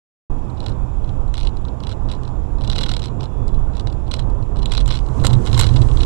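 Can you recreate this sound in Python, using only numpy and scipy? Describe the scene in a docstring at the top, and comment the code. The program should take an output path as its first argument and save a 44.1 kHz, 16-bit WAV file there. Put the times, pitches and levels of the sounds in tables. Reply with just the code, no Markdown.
"""A car cabin rumbles and booms through city traffic, and the tyres scrub the wet road as the car brakes hard.
Shaped noise makes the rumble, boom, floor drone, tyre rush, scrub and hiss; gliding sines make the engine hum
and a brief whistle, and steady sines a thin whine. A loose plastic part rattles in bursts: clusters of impulses
ring its resonances and the dashboard panel. All of it sits on the right; the left holds faint hiss and an offset."""
import sys
import numpy as np
from scipy import signal
from scipy.fft import rfft, irfft, next_fast_len
from scipy.io import wavfile
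from scipy.ndimage import uniform_filter1d, map_coordinates

SR = 44100
rng = np.random.default_rng(int(sys.argv[2]) if len(sys.argv) > 2 else 0)


def wav_record(signal):
    """Record a signal, one row per channel, as 16-bit PCM in the file named by sys.argv[1]."""
    frames = np.transpose(np.atleast_2d(signal))
    bounded = np.clip(frames, -1, 1)
    # unit amplitude maps onto the largest positive 16-bit level
    quanta = np.round(bounded * 32767).astype(np.int16)
    wavfile.write(sys.argv[1], SR, quanta)


N = 267157

# Source levels are set ahead of the microphone gain; spectra and resonances give relative gains.
# Road drive: (time [s], body shake [dB], cabin boom before thumps [dB], floor drone before thumps [dB])
ROAD_DRIVE = [(0.35, -25.5, -32.5, -37.5), (0.65, -33, -37.5, -40.5), (1.1, -22, -34.5, -40),
              (1.6, -23.5, -31.5, -37.5), (1.85, -30.5, -32.5, -38.5), (2.09, -23.5, -33, -38.5),
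              (2.25, -28, -35, -39), (2.45, -19, -38, -39.5), (2.62, -25.5, -32.5, -39),
              (2.85, -20, -29.5, -36), (3.18, -33.5, -32.5, -37.5), (3.5, -21, -33, -36.5),
              (3.65, -25.5, -32.5, -39), (4.4, -26.5, -36.5, -37.5), (4.98, -18.5, -32.5, -37.5),
              (5.13, -29.5, -38.5, -40), (5.19, -18, -23.5, -33.5), (5.33, -20, -19.5, -31),
              (5.43, -24, -31, -31.5), (5.54, -20.5, -20, -32), (5.75, -18, -18, -31),
              (5.87, -23.5, -20.5, -35), (5.97, -14.5, -27.5, -32.5), (6.05, -17, -23, -28.5)]
# Single bumps that thump the cabin: (time [s], boom rise [dB])
CABIN_BUMPS = [(0.69, 9.5), (1.11, 4), (1.72, 3.5), (3.22, 10), (3.41, 4.5), (4.42, 9), (5.1, 9), (5.6, 3),
               (5.8, 4), (5.89, 2)]
# Spectrum of the body rumble: (frequency [Hz], gain [dB])
SHAKE_SPECTRUM = [(10, -6), (20, 10), (30, 6), (48, 7.5), (60, -5), (85, -6), (150, -19.5), (250, -41),
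                  (600, -120)]
# Cabin air modes, applied twice: (frequency [Hz], width of one pass [Hz], gain of one pass [dB])
CABIN_MODES = [(93.3, 18.4, -1.5), (127.2, 14.1, 0)]
# Spectrum of the floor-pan drone: (frequency [Hz], gain [dB])
DRONE_SPECTRUM = [(82, -44), (140, -5), (151, -5.5), (210, -7), (242, -10.5), (302, -10), (520, -19),
                  (680, -75), (1140, -120)]
# Spectrum of the tyre rush: (frequency [Hz], gain [dB])
TYRE_SPECTRUM = [(310, -10.5), (520, -1.5), (546, -2), (1010, -2.5), (1330, -12.5), (1970, -27.5),
                 (2200, -35), (2860, -58), (4840, -120)]
# Spectrum of the steady hiss: (frequency [Hz], gain [dB])
HISS_SPECTRUM = [(1200, -19), (2000, -3), (2600, 5.5), (3000, -1), (3480, 2), (4200, -8.5), (5500, -6.5),
                 (6800, -9), (7150, 0), (7600, -6.5), (8900, -15.5), (10000, -9.5), (11200, -20),
                 (15500, -42.5)]
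# Engine firing tone: (time [s], pitch [Hz], level [dB])
ENGINE_TONE = [(0.4, 78, -36.5), (0.87, 63.9, -32.5), (2.1, 64.5, -35.5), (2.5, 75.7, -37.5),
               (2.7, 76, -39), (2.95, 67, -36.5), (4.04, 66.8, -30.5), (4.75, 77.5, -45.5),
               (5.0, 66.1, -34.5), (5.22, 64.2, -27), (5.4, 63.25, -40), (5.5, 62.86, -25),
               (5.8, 66.6, -22.5), (6.05, 61.7, -23)]
# Thin electronic tones: (pitch [Hz], rms level [dB])
WHINE_TONES = [(7000, -85), (7140, -86), (7180, -84.5), (14303, -88)]
# Rattle bursts: (start [s], relative level [dB], treble against body [dB], length [s])
RATTLE_BURSTS = [(0.498, -51, -13, .008), (0.603, -36, -17, 0.0036), (0.629, -40, -21, 0.0041),
                 (.639, -43, -13, 0.0042), (0.662, -29.5, -15, 0.0047), (0.682, -35.5, -14, 0.0039),
                 (0.692, -45, -9, 0.0084), (0.717, -48.5, -24, .0075), (1.042, -46.5, -16, .0038),
                 (1.076, -52, -18, 0.0056), (1.091, -41, -21, .0038), (1.279, -48, -8, 0.0023),
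                 (1.34, -31.5, -8.5, 0.0042), (1.353, -37, -20, .0049), (1.369, -36, -15, 0.0031),
                 (1.3775, -32, -13, 0.0075), (1.392, -33.5, -21, .0048), (1.401, -31.5, -15, 0.0032),
                 (1.409, -33, -18, .0042), (1.4302, -35.5, -10.5, .0041), (1.4495, -37, -16, 0.0055),
                 (1.4703, -31, -16, 0.0046), (1.569, -39, -17, 0.0031), (1.65, -45, -16, 0.0038),
                 (1.683, -44, -24, 0.0057), (1.8027, -39, -17, .0034), (1.8356, -32, -19, 0.0024),
                 (1.8688, -30.5, -16, 0.0039), (1.892, -37, -14.5, 0.0074), (1.9147, -39, -15, 0.014),
                 (2.0867, -37.5, -18, 0.0036), (2.095, -40, -22, 0.0084), (2.1143, -33.5, -14, 0.0061),
                 (2.123, -40, -11, 0.0057), (2.1463, -46, -16, 0.0071), (2.2324, -43.5, -10, .0035),
                 (2.251, -40, -21, 0.0032), (2.2765, -40, -19, 0.0035), (2.584, -44, -15, 0.0036),
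                 (2.6093, -38.5, -16, .0033), (2.6176, -37.5, -16, 0.0036), (2.637, -34, -17, .003),
                 (2.643, -38, -15, 0.011), (2.674, -31.5, -15, 0.0047), (2.6982, -24.5, -16, 0.0045),
                 (2.715, -27.5, -21, 0.0033), (2.726, -28.5, -17, 0.0076), (2.756, -27.5, -15.5, 0.0085),
                 (2.782, -23, -17, 0.01), (2.81, -29, -13, .012), (2.8336, -23, -18, 0.0071),
                 (2.8616, -31, -17, 0.01), (2.889, -27, -16.5, 0.011), (2.914, -27, -14, 0.0086),
                 (2.936, -26.5, -13, 0.0044), (2.9465, -35, -19, .0044), (2.9647, -24.5, -12, 0.0043),
                 (2.993, -33.5, -10.5, 0.0051), (3.019, -34, -17, 0.0038), (3.028, -33, -18, 0.0038),
                 (3.039, -31, -19, 0.0033), (3.044, -37, -13, 0.0084), (3.056, -30.5, -15, .0044),
                 (3.081, -43.5, -17, 0.0067), (3.1986, -46, -21, .003), (3.2066, -32.5, -22, .0048),
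                 (3.2305, -36, -13.5, 0.0041), (3.238, -40.5, -13, 0.0091), (3.256, -42, -10, 0.0031),
                 (3.4798, -34, -11, 0.0024), (3.544, -45, -28, 0.0042), (3.734, -48, -19, 0.0051),
                 (3.75, -46.5, -17, .01), (3.768, -37, -12.5, .0043), (3.7952, -32.5, -14.5, 0.0044),
                 (3.807, -42, -10, 0.0037), (3.8698, -31.5, -15, 0.0043), (3.925, -41, -13, 0.0043),
                 (4.078, -46, -11, .0036), (4.1127, -26.5, -15, 0.0059), (4.1338, -37.5, -32, .013),
                 (4.138, -22.5, -13.5, 0.0055), (4.163, -39, -13, 0.0099), (4.191, -33, -12, 0.0092),
                 (4.222, -47, -23, 0.0021), (4.3, -48, -10, .0044), (4.4247, -44.5, -23, .004),
                 (4.558, -44.5, -19, .0048), (4.568, -40, -12, 0.0035), (4.5898, -41.5, -13, .0086),
                 (4.62, -38, -24, .0038), (4.628, -35, -13, 0.0059), (4.657, -24.5, -10, 0.0028),
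                 (4.694, -41, -16, .006), (4.709, -37, -22, .0032), (4.7187, -23, -13, 0.0074),
                 (4.735, -27, -13, 0.0044), (4.7497, -23, -15, .0035), (4.7693, -27, -23, 0.0023),
                 (4.7762, -21, -16, .0051), (4.802, -28.5, -16, 0.003), (4.807, -31, -15, 0.0069),
                 (4.8587, -32, -11, .0031), (4.877, -29.5, -6, 0.0042), (4.8865, -35, -13, .0079),
                 (4.906, -25, -20, .0099), (4.9224, -31, -18, 0.0079), (4.9364, -34, -15, 0.015),
                 (4.951, -30.5, -16, 0.0074), (4.965, -37, -20, 0.0035), (4.971, -33.5, -13, 0.0067),
                 (4.989, -32, -14, 0.0029), (5.062, -43.5, -9, .0037), (5.086, -44, -8, 0.0032),
                 (5.2123, -45.5, -7, .0047), (5.2446, -23.5, -5.5, .014), (5.2662, -18.5, -3, 0.0045),
                 (5.2971, -35, -17, 0.012), (5.3305, -23, -10, .003), (5.336, -29.5, -13, 0.0065),
                 (5.452, -37.5, -5, .005), (5.4606, -30.5, -10, .0046), (5.4718, -30, -14, 0.012),
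                 (5.514, -38, -23, 0.0049), (5.5293, -24.5, -9.5, .0034), (5.544, -23.5, -19, 0.0067),
                 (5.576, -28.5, -5, .011), (5.5943, -18, -2, 0.0075), (5.6103, -17, -5, 0.0056),
                 (5.6226, -22.5, -18, 0.004), (5.6343, -24, -18, 0.012), (5.6663, -26.5, -12.5, 0.0077),
                 (5.6896, -32.5, -25, 0.0052), (5.706, -43, -17, .0037), (5.727, -46, -13, .0042),
                 (5.738, -37, -12, 0.007), (5.762, -27.5, -14.5, 0.0086), (5.7886, -42, -17, 0.0081),
                 (5.8144, -30, -11, 0.0067), (5.824, -37, -19, .0044), (5.8855, -36.5, -17, .0038),
                 (5.9132, -36.5, -17, 0.0051), (5.937, -48, -6, .0051), (5.971, -31, -19, .0044),
                 (5.981, -43, -19, .0039), (5.99, -42, -7, 0.0063), (6.004, -29.5, -25, 0.0076),
                 (6.017, -28, -14, 0.003), (6.0303, -27.5, -15, 0.006)]
# Ring of the loose plastic part: (frequency [Hz], width [Hz], gain [dB])
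PLASTIC_MODES = [(2802, 326, -2), (3067, 245, 2.5), (3460, 580, 1), (4130, 400, 3.5), (4900, 690, -4.5),
                 (6050, 310, -8.5)]
# Treble ring of the plastic part: (frequency [Hz], width [Hz], gain [dB])
EDGE_MODES = [(7050, 1820, -4.5), (7640, 530, 4), (8540, 640, -4), (10100, 1100, -7), (11700, 1100, -15.5)]
# Top ring, strong only in the brightest bursts: (frequency [Hz], width [Hz], gain [dB])
SNAP_MODES = [(13700, 5600, -4.5), (15000, 1200, -8)]
# Ring of the dashboard panel that it knocks: (frequency [Hz], width [Hz], gain [dB])
PANEL_MODES = [(465, 132, 5.5), (990, 170, -0.5), (1370, 333, -2), (2180, 130, -7)]
# Faint brief whistle: (time [s], pitch [Hz], level [dB])
WHISTLE_GLIDE = [(3.24, 3430, -100), (3.28, 3440, -74), (3.45, 3450, -69), (3.66, 3428, -74),
                 (3.7, 3444, -100)]
# Tyre scrub on the wet road under braking: (time [s], level [dB])
SCRUB_LEVEL = [(4.6, -78), (4.9, -50), (5.05, -52.5), (5.2, -45), (5.4, -45.5), (5.6, -38.5), (5.8, -44),
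               (6.05, -42)]
# Spectrum of the wet scrub: (frequency [Hz], gain [dB])
SPRAY_SPECTRUM = [(200, -41), (300, 21), (450, 19), (560, 7), (950, 9), (1080, 19.5), (1200, 8.5),
                  (2200, -2.5), (3530, -4), (4630, -6.5), (6060, -4.5), (7680, -3.5), (10500, -14),
                  (15900, -34)]

START_S, TOP_HZ = .298, 15900  # the sound switches on; the upper band limit
MIC_DB, HISS_DB = 7.5, -64.5
BUMP_S = 0.032  # time from the peak of a thump's dB rise to 1/e of it
BOOM_DB, TYRES_DB = -34.5, -44  # reference boom, and the tyre rush that goes with it
TYRES_FOLLOW = 0.24  # dB of tyre rush per dB of boom
REBOUND_S, REBOUND_DB = .012, -16  # typical gap and level of the rebound after each burst
# Bright and long bursts knock the panel more: base [dB], dB per dB of treble, dB per s of length, scatter [dB]
KNOCK_DB, KNOCK_PER_TREBLE, KNOCK_DB_PER_S, KNOCK_SCATTER_DB = -14.5, 0.35, 702, 1
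BUZZ_DB, BUZZ_S = -15, 0.068  # fine buzz relative to mean burst level, and each averaging time


def amp(db):
    """dB to gain."""
    return 10 ** (np.asarray(db) / 20)


def unit(x):
    """x at rms 1."""
    return x / np.sqrt(np.mean(x ** 2) + 1e-20)


def curves(rows):
    """One value per sample for each column after the time."""
    s, *cols = np.transpose(rows)
    return [np.interp(np.arange(N) / SR, s, c) for c in cols]


def wobble(rate):
    """A smooth random curve, rate knots a second."""
    knots = rng.standard_normal(int(N * rate / SR) + 4)
    return map_coordinates(knots, [np.arange(N) * rate / SR])


def filtered(x, response):
    """x times a complex response of frequency."""
    m = next_fast_len(N + SR // 2)  # room for the ring to die away
    return irfft(rfft(x, m) * response(np.fft.rfftfreq(m, 1 / SR)), m)[..., :N]


def colour(points):
    """Gain of (Hz, dB) points on a log axis."""
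    hz, db = np.transpose(points)
    return lambda f: amp(np.interp(np.log(f + 1), np.log(hz + 1), db))


def modes(rows):
    """Causal response of (Hz, width, dB) resonances, with alternating signs."""
    def response(f):
        total = 0
        for k, (centre, width, db) in enumerate(rows):
            band = 1j * f * width
            total = total + (-1) ** k * amp(db) * band / (centre * centre - f * f + band)
        return total
    return response


def rush(response, patchy_db):
    """Coloured noise of rms 1 with patches of random gain."""
    cells = signal.stft(rng.standard_normal(N), nperseg=512)[2]
    field = rng.standard_normal(cells.shape)
    field = uniform_filter1d(uniform_filter1d(field, 5, 0), 12, 1)
    patchy = signal.istft(cells * amp(patchy_db * unit(field)), nperseg=512)[1][:N]
    return unit(filtered(patchy, response))


def tone(hz, db, phase=0):
    """A sine of gliding pitch, with db as its rms level."""
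    return np.sqrt(2) * amp(db) * np.sin(2 * np.pi * np.cumsum(hz) / SR + phase)


def body_shake(db, bumps):
    """The road shakes the body into a low rumble."""
    return amp(db + .8 * bumps) * rush(colour(SHAKE_SPECTRUM), patchy_db=0.34)


def cabin_boom(db, bumps):
    """The road excites resonances of the cabin air."""
    return amp(db + 1.8 * bumps) * rush(lambda f: modes(CABIN_MODES)(f) ** 2, patchy_db=1.13)


def floor_drone(db, bumps):
    """The road drives a drone in the floor pan."""
    return amp(db + 1.42 * bumps) * rush(colour(DRONE_SPECTRUM), patchy_db=0.57)


def tyre_rush(boom_db, bumps):
    """Rolling tyres rush louder as the boom rises."""
    db = TYRES_DB + TYRES_FOLLOW * (boom_db - BOOM_DB)
    return amp(db + 1.45 * bumps + 0.29 * wobble(30)) * rush(colour(TYRE_SPECTRUM), patchy_db=0.57)


def road():
    """One road unevenness drives rumble, boom, drone and tyres; single bumps swell all but the rumble."""
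    shake_db, boom_db, drone_db = curves(ROAD_DRIVE)
    t = np.arange(N) / SR
    thump_db = sum(db * np.exp(-((t - s) / BUMP_S) ** 2) for s, db in CABIN_BUMPS)
    boom_db = boom_db + thump_db
    drone_db = drone_db + 0.3 * thump_db
    bumps = wobble(9)
    low = body_shake(shake_db, bumps) + cabin_boom(boom_db, bumps) + floor_drone(drone_db, bumps)
    return low + tyre_rush(boom_db, bumps)


def hiss():
    """Steady coloured noise with a slightly patchy texture."""
    return amp(HISS_DB) * rush(colour(HISS_SPECTRUM), patchy_db=1.2)


def engine():
    """The firing tone glides in pitch and wavers a little."""
    hz, db = curves(ENGINE_TONE)
    return tone(hz * (1 + .012 * wobble(9.2)), db + 0.65 * wobble(14))


def whine():
    """Thin electronic tones that waver in strength and phase."""
    return sum(tone(np.full(N, hz), db + 1.1 * wobble(7.4), .3 * wobble(13)) for hz, db in WHINE_TONES)


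def bursts():
    """Every burst and its weaker rebound: start, level, treble, knock and length."""
    s, db, treble_db, length = np.transpose(RATTLE_BURSTS)
    chance = rng.standard_normal((4, len(s)))
    s = np.r_[s, s + length + REBOUND_S * np.exp(.5 * chance[0])]
    db = np.r_[db, db + REBOUND_DB + 4 * chance[1]]
    treble_db = np.r_[treble_db, treble_db - 3]
    length = np.r_[length, np.minimum(length, .0045)]
    knock_db = KNOCK_DB + KNOCK_PER_TREBLE * treble_db + KNOCK_DB_PER_S * length
    knock_db = knock_db + KNOCK_SCATTER_DB * chance[2:].ravel()
    return np.array([s, db, treble_db, knock_db, length])[:, :, None]


def contact_buzz(s, db, length):
    """Sparse clumped contacts buzz finely, following the smoothed energy of the bursts."""
    ticks = (rng.random(N) < 1500 / SR) * rng.standard_normal(N) * amp(9.4 * wobble(60))
    at = np.minimum(s * SR, N - 1).astype(int).ravel()
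    energy = np.bincount(at, (amp(2 * db) * length * SR).ravel(), N)
    span = int(BUZZ_S * SR)
    smooth = uniform_filter1d(uniform_filter1d(energy, span), span)
    return amp(BUZZ_DB) * np.sqrt(abs(smooth)) * unit(ticks)


def cabin_reflections(dry):
    """Short damped reflections of the cabin, added to the direct sound."""
    t = np.arange(SR // 10) / SR
    tail = rng.standard_normal(len(t)) * amp(-60 * t / 0.042)  # falls 60 dB in 42 ms
    return dry + amp(-10.5) * signal.fftconvolve(dry, tail / np.linalg.norm(tail))[:N]


def rattle(count=22):
    """Each burst is a chatter of sharp uneven bounces that ring the part and the panel."""
    s, db, treble_db, knock_db, length = bursts()
    draw = rng.random((len(s), 5, count))
    stage = 2.6 * draw[:, 0] - .7  # 0 to 1 is the chatter, with weaker bounces before and after
    outside_db = 26 * np.clip(-stage, 0, None) + 17 * np.clip(stage - 1, 0, None)
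    share = amp(-13 * draw[:, 1] - 4.1 * stage - outside_db)
    # a longer burst holds more energy
    size = amp(db) * share * np.sqrt(length / np.sum(share ** 2, axis=1, keepdims=True))
    chatter = np.clip(length - .0022, .0006, .02)  # leaves time for the last bounce to ring
    at = np.round((s + .0008 + stage * chatter) * SR).astype(int)
    at = np.clip(at, 0, N - 1).ravel()
    side = np.sign(draw[:, 2:] - .5)  # each bounce starts each group of modes either way

    def blows(rel_db, axis):
        """Impulses of all bounces, with the signs of one group of modes."""
        return np.bincount(at, (size * amp(rel_db) * side[:, axis]).ravel(), N)

    def soft(f):
        """A yielding contact dulls the blow."""
        return 1 / (1 + 1j * f / 7000) ** 2

    def no_bass(f):
        """A light part moves no bass."""
        return (1j * f / 450) ** 2 / (1 + 1j * f / 450) ** 2

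    buzz = contact_buzz(s, db, length)
    body_drive = amp(53.5) * blows(0, axis=0) + amp(2.0) * buzz
    edge_drive = amp(60) * blows(treble_db, axis=1) + amp(-13) * buzz
    body = filtered(body_drive, lambda f: modes(PLASTIC_MODES)(f) * soft(f))
    edge = filtered(edge_drive, lambda f: modes(EDGE_MODES)(f) * soft(f))
    snap = amp(40) * filtered(blows(2 * treble_db, axis=0), modes(SNAP_MODES))
    panel = amp(65.0) * filtered(blows(knock_db, axis=2), lambda f: modes(PANEL_MODES)(f) * soft(f))
    return cabin_reflections(filtered(body + edge + snap + panel, no_bass))


def whistle():
    """A faint brief tone that glides and wavers."""
    hz, db = curves(WHISTLE_GLIDE)
    return tone(hz, db + 2.5 * wobble(25), 1.2 * wobble(40))


def scrub():
    """Tyres scrub the wet road under braking: coloured noise of uneven strength."""
    db = curves(SCRUB_LEVEL)[0]
    return amp(db + .8 * wobble(20)) * rush(colour(SPRAY_SPECTRUM), patchy_db=1)


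def scene():
    """All reaches one microphone, wired to the right channel."""
    sources = road() + hiss() + engine() + whine() + rattle() + whistle() + scrub()
    return np.array([np.zeros(N), amp(MIC_DB) * sources])


def record(dry):
    """Loud peaks flatten, the idle left channel holds an offset and faint hiss, and the top is cut off."""
    clipped = dry / (1 + (dry / .84) ** 12) ** (1 / 12)  # peaks stay within 0.84
    idle_colour = colour([(20, 20), (300, 0), (11000, -2), (14000, 6)])  # (frequency [Hz], gain [dB])
    clipped[0] = amp(-87) * rush(idle_colour, patchy_db=3) - .00067
    on = np.clip((np.arange(N) / SR - START_S) / 0.0028, 0, 1)  # 2.8 ms fade-in
    return filtered(on * clipped, lambda hz: hz < TOP_HZ)


dry = scene()
out = record(dry)
wav_record(out)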